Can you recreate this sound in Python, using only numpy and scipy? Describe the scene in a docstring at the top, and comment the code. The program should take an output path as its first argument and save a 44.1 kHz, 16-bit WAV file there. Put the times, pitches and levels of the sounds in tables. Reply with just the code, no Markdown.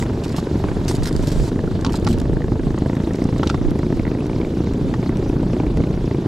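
"""Tracked vehicle in snow

A small electric vehicle churns along on two rubber tracks, close to a microphone that travels with it.
Lugs thump as pressure swings, about 23 to 30 a second on the near track, and tick as ringing modes.
Shaped noise makes the rumble, churn and hiss beneath, the short sprays of thrown snow and fine mist,
and the wind that buffets the two microphone ports. Hard lumps knock on the frame: rings with noise."""
import sys
import numpy as np
from scipy import signal
from scipy.fft import rfft, irfft, next_fast_len
from scipy.io import wavfile
from scipy.ndimage import uniform_filter1d, map_coordinates

SR = 44100
rng = np.random.default_rng(int(sys.argv[2]) if len(sys.argv) > 2 else 0)


def dump_mix(stems):
    """Bounce the given channels to the path in sys.argv[1] as a 16-bit WAV at rate SR."""
    frames = np.atleast_2d(stems).T  # one column per channel
    limited = np.clip(frames, -1, 1)  # hard clip at full scale
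    pcm = np.round(limited * 32767).astype(np.int16)
    wavfile.write(sys.argv[1], SR, pcm)


N = 276507


def amp(db):
    """Decibels as gain."""
    return 10 ** (np.asarray(db) / 20)


def unit(x):
    """x at rms 1."""
    return x / np.sqrt(np.mean(x ** 2) + 1e-20)


def along(points, hz):
    """Read a curve of (Hz, value) points on a log frequency axis."""
    f, v = np.transpose(points)
    return np.interp(np.log(hz + 1), np.log(f + 1), v)


def curves(rows):
    """One automation curve, a value per sample, for each column after the time."""
    s, *cols = np.transpose(rows)
    return [np.interp(np.arange(N) / SR, s, c) for c in cols]


def at(curve, times):
    """Values of a per-sample curve at the given times in seconds."""
    return curve[np.clip(times * SR, 0, N - 1).astype(int)]


def wobble(rate):
    """A smooth random curve, rate knots a second."""
    knots = rng.standard_normal(int(N * rate / SR) + 4)
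    return map_coordinates(knots, [np.arange(N) * rate / SR])


def filtered(x, response):
    """x times a response of frequency."""
    m = next_fast_len(N + SR // 2)
    return irfft(rfft(x, m) * response(np.fft.rfftfreq(m, 1 / SR)), m)[..., :N]


# Stereo width of the noises. Each row: frequency in Hz, left-right correlation from 0 to 1.
LIKENESS = [(35, .99), (85, .997), (170, .994), (350, .995), (550, .96), (800, .84), (1300, .62),
            (2400, .74), (4400, .84), (9000, .83), (13000, .84)]


def rush(spectrum, alike=LIKENESS):
    """Stereo noise of rms 1: mid and side are mixed to the wanted correlation at each frequency."""
    def colour(hz):
        turn = np.arccos(np.clip(along(alike, hz), -1, 1)) / 2
        return amp(along(spectrum, hz)) * [np.cos(turn), np.sin(turn)]

    mid, side = filtered(rng.standard_normal((2, N)), colour)
    return unit(np.array([mid + side, mid - side]))


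def laid(times, shapes):
    """One row of samples added at each time."""
    index = np.round(np.asarray(times) * SR).astype(int)[:, None] + np.arange(shapes.shape[1])
    return np.bincount(np.clip(index, 0, N).ravel(), shapes.ravel(), N + 1)[:N]


def struck(db, modes, rise, detune_db, spread_db):
    """Decaying sine modes (Hz, dB, t60 s), with new strengths and pitches for every contact."""
    t = np.arange(SR // 30) / SR
    chance = rng.standard_normal((len(db), 2 * len(modes)))
    rings = 0
    for k, (hz, level, t60) in enumerate(modes):
        decay = amp(level + spread_db * chance[:, [2 * k]] - 60 * t / t60)
        pitch = hz * amp(detune_db * chance[:, [2 * k + 1]])
        rings = rings + decay * np.sin(2 * np.pi * pitch * t)
    return amp(db)[:, None] * (1 - np.exp(-t / rise)) * rings


def swell(times, db, rise, t60):
    """An envelope that leaps at each time and dies away."""
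    t = np.arange(SR // 20) / SR
    return laid(times, amp(db[:, None] - 60 * t / t60) * (1 - np.exp(-t / rise)) ** 2)


def patchy(x, patchy_db, size):
    """x at rms 1 with random patches of gain, size = (bands, frames)."""
    z = signal.stft(x, nperseg=256)[2]
    field = rng.standard_normal(z.shape[1:])
    for axis in (0, 1):
        field = uniform_filter1d(field, size=size[axis], axis=axis)
    return unit(signal.istft(z * amp(patchy_db * unit(field)), nperseg=256)[1][:, :N])


CREST_SHARE = .66  # scales the crest of a blow relative to its dip


def thump(db, width, rebound):
    """A lug slaps packed snow: one swing of pressure, a dip and then a crest, and a small later rebound."""
    widths = width * amp(rng.normal(0, 0.58, (len(db), 1)))
    u = (np.arange(SR // 50) / SR - 1 / 100) / widths  # time from mid-swing, in widths
    swing = np.where(u > 0, CREST_SHARE, 1) * u * np.exp(.5 - u * u / 2)
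    return amp(db)[:, None] * (swing + rebound * np.exp(-(u - 4.2) ** 2 / 2))


# Pace of the near track. Each row: time in seconds, lugs a second.
LUG_RATE = [(0.0, 25.0), (0.4, 23.57), (0.8, 23.26), (1.2, 23.9), (1.6, 25.62), (2.0, 25.74), (2.4, 26.45),
            (2.9, 27.23), (3.4, 28.08), (3.9, 27.8), (4.2, 27.95), (4.5, 29.11), (4.8, 28.95), (5.2, 29.07),
            (5.6, 29.51), (6.0, 29.43), (6.27, 26.63)]
# The vehicle rocks, so lugs land a little early or late. Each row: time in seconds, lead in lug pitches.
ROCKING = [(2.0, -.03), (2.3, .02), (2.72, .03), (2.88, -.07), (3.02, .04), (3.4, .03), (3.56, -.06),
           (3.7, 0), (3.85, -.08), (4.05, .03), (4.4, 0)]
FIRST_LUG = .40  # share of a lug pitch still to roll at the start
SCATTER_S = .000957  # random timing of each lug


def lug_times(lead):
    """The moments when the lugs of one track come down, and two random draws for each lug."""
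    turns = np.cumsum(curves(LUG_RATE)[0]) / SR - FIRST_LUG + lead + curves(ROCKING)[0]
    times = np.flatnonzero(np.diff(np.floor(turns)) > 0) / SR
    chance = rng.standard_normal((len(times), 3))
    return times + SCATTER_S * chance[:, 0], chance[:, 1], chance[:, 2]


# Mix of the drive. Each row: time in seconds, levels in dB of rumble, churn, hiss, near blows,
# far blows and soft ticks.
DRIVE_MIX = [(0, -22, -38, -47, -12, -15, -32.5), (.7, -21.5, -35.5, -45.5, -8.5, -25, -39.5),
             (1.4, -22.5, -37.5, -47, -6.5, -30, -33.5), (1.6, -22.5, -40, -49.5, -9.5, -19, -28),
             (2, -19.5, -38.5, -48.5, -11, -21, -34.5), (2.4, -22.5, -41, -50.5, -7, -21, -29),
             (3.2, -22.5, -38, -46.5, -8.5, -14.5, -30.5), (4.1, -23, -39.5, -48, -6, -10, -32),
             (4.7, -23, -38.5, -47.5, -8.5, -15, -43), (5.4, -20.5, -38, -47.5, -21, -7, -36.5),
             (6.27, -22.5, -38, -47.5, -6.5, -18.5, -35.5)]
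# The far track slips ahead in the turn. Each row: time in seconds, lead in lug pitches.
FAR_LEAD = [(0, -.3), (.3, -.05), (.6, .15), (.9, .5), (1.5, .75), (2.2, 1), (3.6, 1), (3.95, 1.25),
            (4.45, 1.5), (4.9, 1.6), (5.05, 1.75), (5.4, 1.95), (6.27, 2.05)]
# Sharp ticks on the sprockets, strong and faint, at set moments.
# Each row: time in seconds, level in dB before the modes.
SHARP_TICKS = [(0.025, -24.5), (0.055, -32), (0.0618, -24.5), (0.469, -36), (0.6395, -24), (0.6853, -26.5),
               (0.7133, -29), (0.9114, -27), (1.023, -31), (1.11, -31), (1.193, -32), (1.261, -39),
               (1.301, -32), (1.591, -27.5), (1.8223, -30), (2.368, -28), (2.405, -28), (2.419, -28),
               (2.442, -29), (2.8598, -25), (2.8966, -24.5), (2.9305, -26), (2.951, -33), (2.967, -27),
               (3.1445, -31), (3.185, -34), (3.218, -32), (3.4298, -26), (3.467, -30), (3.714, -31),
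               (3.8302, -29), (3.864, -33), (3.925, -27.5), (3.9952, -23), (4.052, -27), (4.0664, -29),
               (4.0771, -30), (4.114, -32), (4.1483, -33), (4.206, -31), (4.296, -30.5), (4.331, -33),
               (4.414, -26), (4.448, -30), (4.637, -33), (4.663, -40), (4.671, -30), (4.777, -44),
               (5.0276, -26), (5.0606, -29), (5.0929, -30.5), (5.156, -37), (5.2257, -33.5), (5.2968, -28),
               (5.532, -31), (5.565, -30), (5.6, -26.5), (5.666, -33), (5.739, -42), (5.772, -27),
               (5.8032, -31), (5.8375, -25.5), (6.111, -26)]
# Modes that ring on after each blow. Each row: frequency in Hz, level in dB, t60 in seconds.
DECK_MODES = [(230, -14, 0.043), (369, -12.5, 0.032), (475, -14, 0.022), (590, -18.5, 0.019)]
# Modes of a tick. Each row: frequency in Hz, level in dB, t60 in seconds.
SPROCKET_MODES = [(600, -1, 0.017), (900, 3, 0.014), (1200, 3, 0.009), (2700, -3, 0.006), (3500, -7, 0.006),
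                  (4840, -15, 0.006)]
# The sprocket's clearest ring dips, then climbs as the tracks turn toward the microphone.
# Each row: time in seconds, frequency in Hz.
CLATTER_PITCH = [(0, 2020), (1.5, 1580), (2.6, 1635), (3.1, 1959), (4.2, 2200), (6.27, 2240)]
# Tone of the rumble. Each row: frequency in Hz, relative level in dB per Hz.
RUMBLE_TONE = [(35, -29), (60, 4), (130, 5.5), (350, -1), (540, -12), (800, -25.5), (1700, -120)]
# Tone of the churned snow. Each row: frequency in Hz, relative level in dB per Hz.
CHURN_TONE = [(290, -29.5), (500, -3), (650, -1.5), (744, -4.5), (946, -4), (1130, -10), (1600, -13.5),
              (3000, -27), (3900, -55), (6600, -120)]
# Tone of the steady snow hiss. Each row: frequency in Hz, relative level in dB per Hz.
HISS_TONE = [(1300, -4.5), (2200, -3), (2700, -0.5), (3600, 1.5), (5500, -4), (7400, -9), (9200, -15),
             (11000, -19), (12300, -17.5), (14000, -30), (15700, -49)]
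TICK_AHEAD_S = .0038  # a lug meets the sprocket just before it slaps the snow
SAME_LUG_S = .011  # a sharp tick belongs to the lug this near and sets its moment
SHARP_BLOW_DB = -0.5  # such a lug thumps slightly softer
BLOW_SPREAD_DB, FAR_TICK_DB = 1.9, -12.5  # random blow strength; far soft ticks against near ones
ECHO_S, ECHO_DB = .0155, -11  # the lug passes a second wheel and thumps again
CLATTER_DB, CLATTER_T60_S = 4, .01
GUST_S, GUST_DB, GUST_WIDTH_S = 5.79, 7, .025  # a gust of wind swells the low rumble once


def tracks():
    """Lugs of both tracks slap snow and ring their sprockets; their contacts swell the snow's noise."""
    rumble_db, churn_db, hiss_db, near_db, far_db, soft_db = curves(DRIVE_MIX)
    near_s, near_blow, near_echo = lug_times(lead=0)
    far_s, far_blow, far_echo = lug_times(lead=curves(FAR_LEAD)[0])
    s = np.r_[near_s, far_s]
    blow_db = np.r_[at(near_db, near_s), at(far_db, far_s)] + BLOW_SPREAD_DB * np.r_[near_blow, far_blow]

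    # lugs near a sharp tick take its timing; all the others tick softly
    sharp_s, sharp_db = np.transpose(SHARP_TICKS)
    gap = np.abs(s[:, None] - TICK_AHEAD_S - sharp_s)
    soft = gap.min(1) > SAME_LUG_S
    s = np.where(soft, s, sharp_s[gap.argmin(1)] + TICK_AHEAD_S)
    blow_db = np.where(soft, blow_db, blow_db + SHARP_BLOW_DB)
    is_far = np.arange(len(s)) >= len(near_s)
    soft_tick_db = at(soft_db, s) + FAR_TICK_DB * is_far
    tick_s = np.r_[sharp_s, s[soft] - TICK_AHEAD_S]
    tick_db = np.r_[sharp_db, soft_tick_db[soft]]

    echo_s = s + ECHO_S + 2 * SCATTER_S * np.r_[near_echo, far_echo]
    slaps = thump(np.r_[blow_db, blow_db + ECHO_DB], width=0.00086, rebound=0.35)
    blows = laid(np.r_[s, echo_s] - 1 / 100, slaps)  # each slap is centred 10 ms into its row
    # a small lug radiates little deep bass
    blows = filtered(blows, lambda hz: 1j * hz / (1j * hz + 170))
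    deck = laid(s + 0.0021, struck(blow_db, DECK_MODES, rise=0.0027, detune_db=1.16, spread_db=3.4))

    is_sharp = np.arange(len(tick_s)) < len(sharp_s)
    rise = np.where(is_sharp, .00045, .001)[:, None]  # soft ticks are duller
    clatter = (at(curves(CLATTER_PITCH)[0], tick_s)[:, None], CLATTER_DB, CLATTER_T60_S)
    rings = struck(tick_db, [*SPROCKET_MODES, clatter], rise=rise, detune_db=0.76, spread_db=2.5)
    ticks = laid(tick_s, rings)

    # the frame shudders on after a blow, and each contact crushes a little snow
    shudder = swell(s - .004, blow_db + 17.5, rise=0.00038, t60=0.029)
    crush = swell(tick_s, tick_db + 30.5, rise=0.00051, t60=0.034)
    gust_db = GUST_DB * np.exp(-((np.arange(N) / SR - GUST_S) / GUST_WIDTH_S) ** 2)
    rumble_gain = amp(rumble_db + gust_db + 1.7 * wobble(25)) * unit(1 + 0.32 * shudder)
    churn_gain = amp(churn_db + 1.43 * wobble(60)) * unit(1 + 0.37 * shudder + 1.9 * crush)
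    hiss_gain = amp(hiss_db + 0.85 * wobble(50)) * unit(1 + 0.19 * crush)
    rumble = rumble_gain * rush(RUMBLE_TONE)
    churn = churn_gain * rush(CHURN_TONE)
    hiss = hiss_gain * patchy(rush(HISS_TONE), patchy_db=3.0, size=(9, 4))
    return blows + deck + ticks + rumble + churn + hiss


# Bursts of thrown snow. Each row: start in seconds, length in ms, level in dB.
SPRAY_BURSTS = [(0.0, 40, -36.5), (0.237, 20, -37), (0.28, 4, -43), (0.292, 8.1, -40), (0.322, 8.2, -41.5),
                (0.363, 41, -34.5), (0.849, 2.7, -42), (0.88, 41, -29.5), (0.922, 34, -40),
                (0.948, 22, -35), (1.022, 7.9, -47), (1.032, 15.3, -32.5), (1.054, 19, -32.5),
                (1.071, 12, -32.5), (1.082, 15, -35.5), (1.127, 2.5, -32), (1.163, 4.4, -36),
                (1.225, 25, -38), (1.271, 23, -35), (1.303, 4, -39), (1.315, 21, -35.5), (1.81, 5.6, -40.5),
                (1.901, 4, -39), (1.921, 5.3, -34.5), (1.93, 13, -37.5), (1.946, 4, -39), (1.954, 21, -35),
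                (1.998, 2.6, -40), (2.046, 5.2, -34.5), (2.085, 36, -35.5), (2.127, 14, -36.5),
                (2.185, 2.8, -32.5), (2.199, 6.4, -36), (2.215, 3.2, -38), (2.786, 3, -43),
                (2.9522, 3, -42), (3.134, 3.2, -38.5), (3.152, 10, -44), (3.194, 3, -48),
                (3.2231, 3.7, -44), (3.2404, 5.1, -42.5), (3.38, 9.5, -38.5), (3.7068, 3, -38.5),
                (3.789, 3.4, -44), (4.266, 2.3, -35.5), (4.643, 3.5, -46), (4.7358, 2.8, -42),
                (5.1702, 2.6, -38), (5.2914, 4.4, -43), (5.77, 4.7, -43)]
# Tone of sprays and mist. Each row: frequency in Hz, relative level in dB per Hz.
POWDER_TONE = [(1500, -3), (2600, -5.5), (3700, -1.5), (4400, 0.5), (5400, -1.5), (6300, -5.5), (7300, -3),
               (8400, -7), (9900, -13), (11200, -15.5), (12400, -15), (13600, -26), (15500, -32),
               (17000, -120)]
# Fine snow in the air. Each row: time in seconds, level in dB.
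MIST_LEVEL = [(0, -57), (1.1, -52), (1.2, -45.5), (1.49, -39), (1.505, -54.5), (6.27, -70)]


def sprays():
    """Dense snow grains as gated, patchy noise that starts sharply and stops, over a fine mist."""
    s, ms, db = np.transpose(SPRAY_BURSTS)[:, :, None]
    t = np.arange(SR // 12) / SR
    start = np.clip(t / 0.001, 0, 1)
    stop = np.clip((ms / 1000 - t) / 0.0038 + 0.5, 0, 1)
    fade = amp(-3 * t / 0.025 + 4.2 * np.exp(-t / 0.0029))  # a brief louder start, then a slow fall
    bursts = laid(s[:, 0], start * stop * fade * amp(db))
    grain_gain = amp(0.79 * wobble(240) + 2.6 * wobble(900))
    grains = patchy(rush(POWDER_TONE), patchy_db=3.0, size=(3, 14)) * grain_gain
    mist = amp(curves(MIST_LEVEL)[0]) * patchy(rush(POWDER_TONE), patchy_db=1.0, size=(6, 8))
    return bursts * grains + mist


# Level of the steady buffeting. Each row: time in seconds, level in dB.
WIND_LEVEL = [(0, -31), (.5, -38), (.9, -26.5), (1.4, -31), (1.7, -30), (2.3, -25.5), (2.8, -31),
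              (3.6, -29.5), (4.3, -31.5), (4.8, -33), (5.3, -27), (5.8, -26.5), (6.27, -34)]
# The wind's low tone. Each row: frequency in Hz, relative level in dB per Hz.
BUFFET_TONE = [(8, -25), (22, -1), (45, -1), (70, -8), (140, -30), (400, -120)]
# Puffs on the ports. Each row: centre in seconds, width in seconds, deep level in dB, upper level in dB.
PUFFS = [(.73, 0.09, -28, -43), (1.02, 0.046, -20, -39), (1.2, 0.048, -19.5, -29.5), (1.4, 0.058, -20, -30),
         (1.62, .08, -36, -51), (1.75, 0.1, -31, -41), (2.05, 0.027, -25, -42), (2.19, 0.047, -30, -29.5),
         (2.33, 0.046, -21, -36), (2.5, 0.12, -33, -37), (2.68, 0.04, -20.5, -40), (3.25, .1, -40, -63),
         (3.66, 0.067, -20, -30), (4.01, 0.084, -27, -47), (4.35, 0.082, -34, -56), (4.88, 0.069, -29, -37),
         (5.65, 0.062, -38, -55), (5.79, 0.039, -35, -27), (5.95, 0.088, -37, -51)]
# Upper part of a puff. Each row: frequency in Hz, relative level in dB per Hz.
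FLUTTER_TONE = [(40, -30), (75, 0), (170, -5), (350, -14), (600, -25), (1200, -120)]


def wind():
    """Lumpy low buffeting shared by the ports, and puffs whose turbulence differs from port to port."""
    s, width, deep_db, upper_db = np.transpose(PUFFS)[:, :, None]
    bell = np.exp(-((np.arange(N) / SR - s) / width) ** 2)
    apart = [(100, 0)]  # no left-right likeness at any pitch
    deep = (amp(deep_db) * bell).sum(0) * rush(BUFFET_TONE, apart)
    upper = (amp(upper_db) * bell).sum(0) * rush(FLUTTER_TONE, apart)
    puffs = (deep + upper) * amp([[-3], [2.5]])  # left, right
    lumps_db = 1.6 * wobble(9)
    return amp(curves(WIND_LEVEL)[0] + lumps_db) * rush(BUFFET_TONE) + puffs


# Lumps on the frame. Each row: time in seconds, crack level in dB, then the level in dB of each frame mode.
LUMP_HITS = [(0.383, -46, -34, -15.5, -28, -44), (1.847, -19, -11.5, -13, -38, -38),
             (1.864, -23.5, -18, -18, -33, -38), (1.882, -51, -23, -30, -36, -46),
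             (1.895, -46, -22, -20, -35, -34), (1.941, -50, -14.5, -28, -40, -27),
             (2.067, -23, -18, -24, -28, -34), (2.073, -22, -12.5, -13.5, -14, -19),
             (2.777, -48, -22, -26, -32, -40), (3.4315, -27, -14, -17, -10, -30),
             (3.472, -20, -28, -37, -42, -44), (3.493, -25, -38, -34, -28, -38),
             (3.499, -22, -20, -15, -10, -28), (3.5435, -34, -17, -17, -19, -28),
             (4.939, -33, -17, -14, -30, -18), ]
# Frame modes rung by the lumps. Each row: frequency in Hz, t60 in seconds.
FRAME_MODES = [(900, 0.02), (1110, 0.016), (1330, 0.018), (1820, 0.016)]
# Noise body of a knock. Each row: frequency in Hz, relative level in dB per Hz.
BODY_TONE = [(400, -47), (900, 3), (1300, 6), (1800, -28), (3000, -5), (8000, -87)]
# Bright crack of a knock. Each row: frequency in Hz, relative level in dB per Hz.
CRACK_TONE = [(1500, -12), (2800, -3), (4300, 1), (5600, -4), (7500, -13), (13000, -34), (16000, -90)]
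BODY_DB = -2.5  # the body noise against the knock's strongest mode
RATTLE_S, RATTLE_DB, RATTLE_CRACK_DB = .007, -11, -20  # a knocked part bounces once more, dully


def knocks():
    """Hard lumps strike the frame and bounce: a short ring in a body of noise, and a brighter crack."""
    first = np.array(LUMP_HITS)
    bounce_s = first[:, 0] + RATTLE_S * amp(rng.normal(0, 2, len(first)))
    bounce = np.c_[bounce_s, first[:, 1] + RATTLE_CRACK_DB, first[:, 2:] + RATTLE_DB]
    s, crack_db, *mode_db = np.r_[first, bounce].T
    ring = 0
    for db, (hz, t60) in zip(mode_db, FRAME_MODES):
        ring = ring + laid(s, struck(db, [(hz, 0, t60)], rise=0.0009, detune_db=0.12, spread_db=.4))
    body = swell(s, np.max(mode_db, 0) + BODY_DB, rise=0.00049, t60=0.014) * rush(BODY_TONE)
    crack = swell(s, crack_db, rise=0.00055, t60=0.026) * rush(CRACK_TONE)
    return ring + body + crack


def scene():
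    """All sources at the microphone."""
    return tracks() + sprays() + wind() + knocks()


# Differences between the ports. Each row: frequency in Hz, left lead in radians, left over right in dB.
PORT_OFFSETS = [(200, .02, -.2), (400, -.05, -.2), (700, -.08, -.4), (950, -.45, -1.6), (1300, -.12, -1.3),
                (2100, -.55, -1.8), (3500, -.5, -1.1), (5000, -.35, -.3), (7000, -.05, 0), (9500, 0, 0),
                (13000, 0, 1.5)]
TOP_HZ = 15780  # upper band limit


def record(dry):
    """The two ports differ a little in phase and level, the loudest crests round off, the band is limited."""
    hz_points, lead, balance_db = np.transpose(PORT_OFFSETS)
    half = np.array([[.5], [-.5]])  # each port takes half the difference

    def port(hz):
        phase = half * along(np.c_[hz_points, lead], hz)
        level_db = half * along(np.c_[hz_points, balance_db], hz)
        return np.exp(1j * phase) * amp(level_db)

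    wet = filtered(dry, port)
    wet = wet / (1 + np.abs(wet / .67) ** 4) ** (1 / 4)
    return filtered(wet, lambda hz: hz < TOP_HZ)


dry = scene()
out = record(dry)
dump_mix(out)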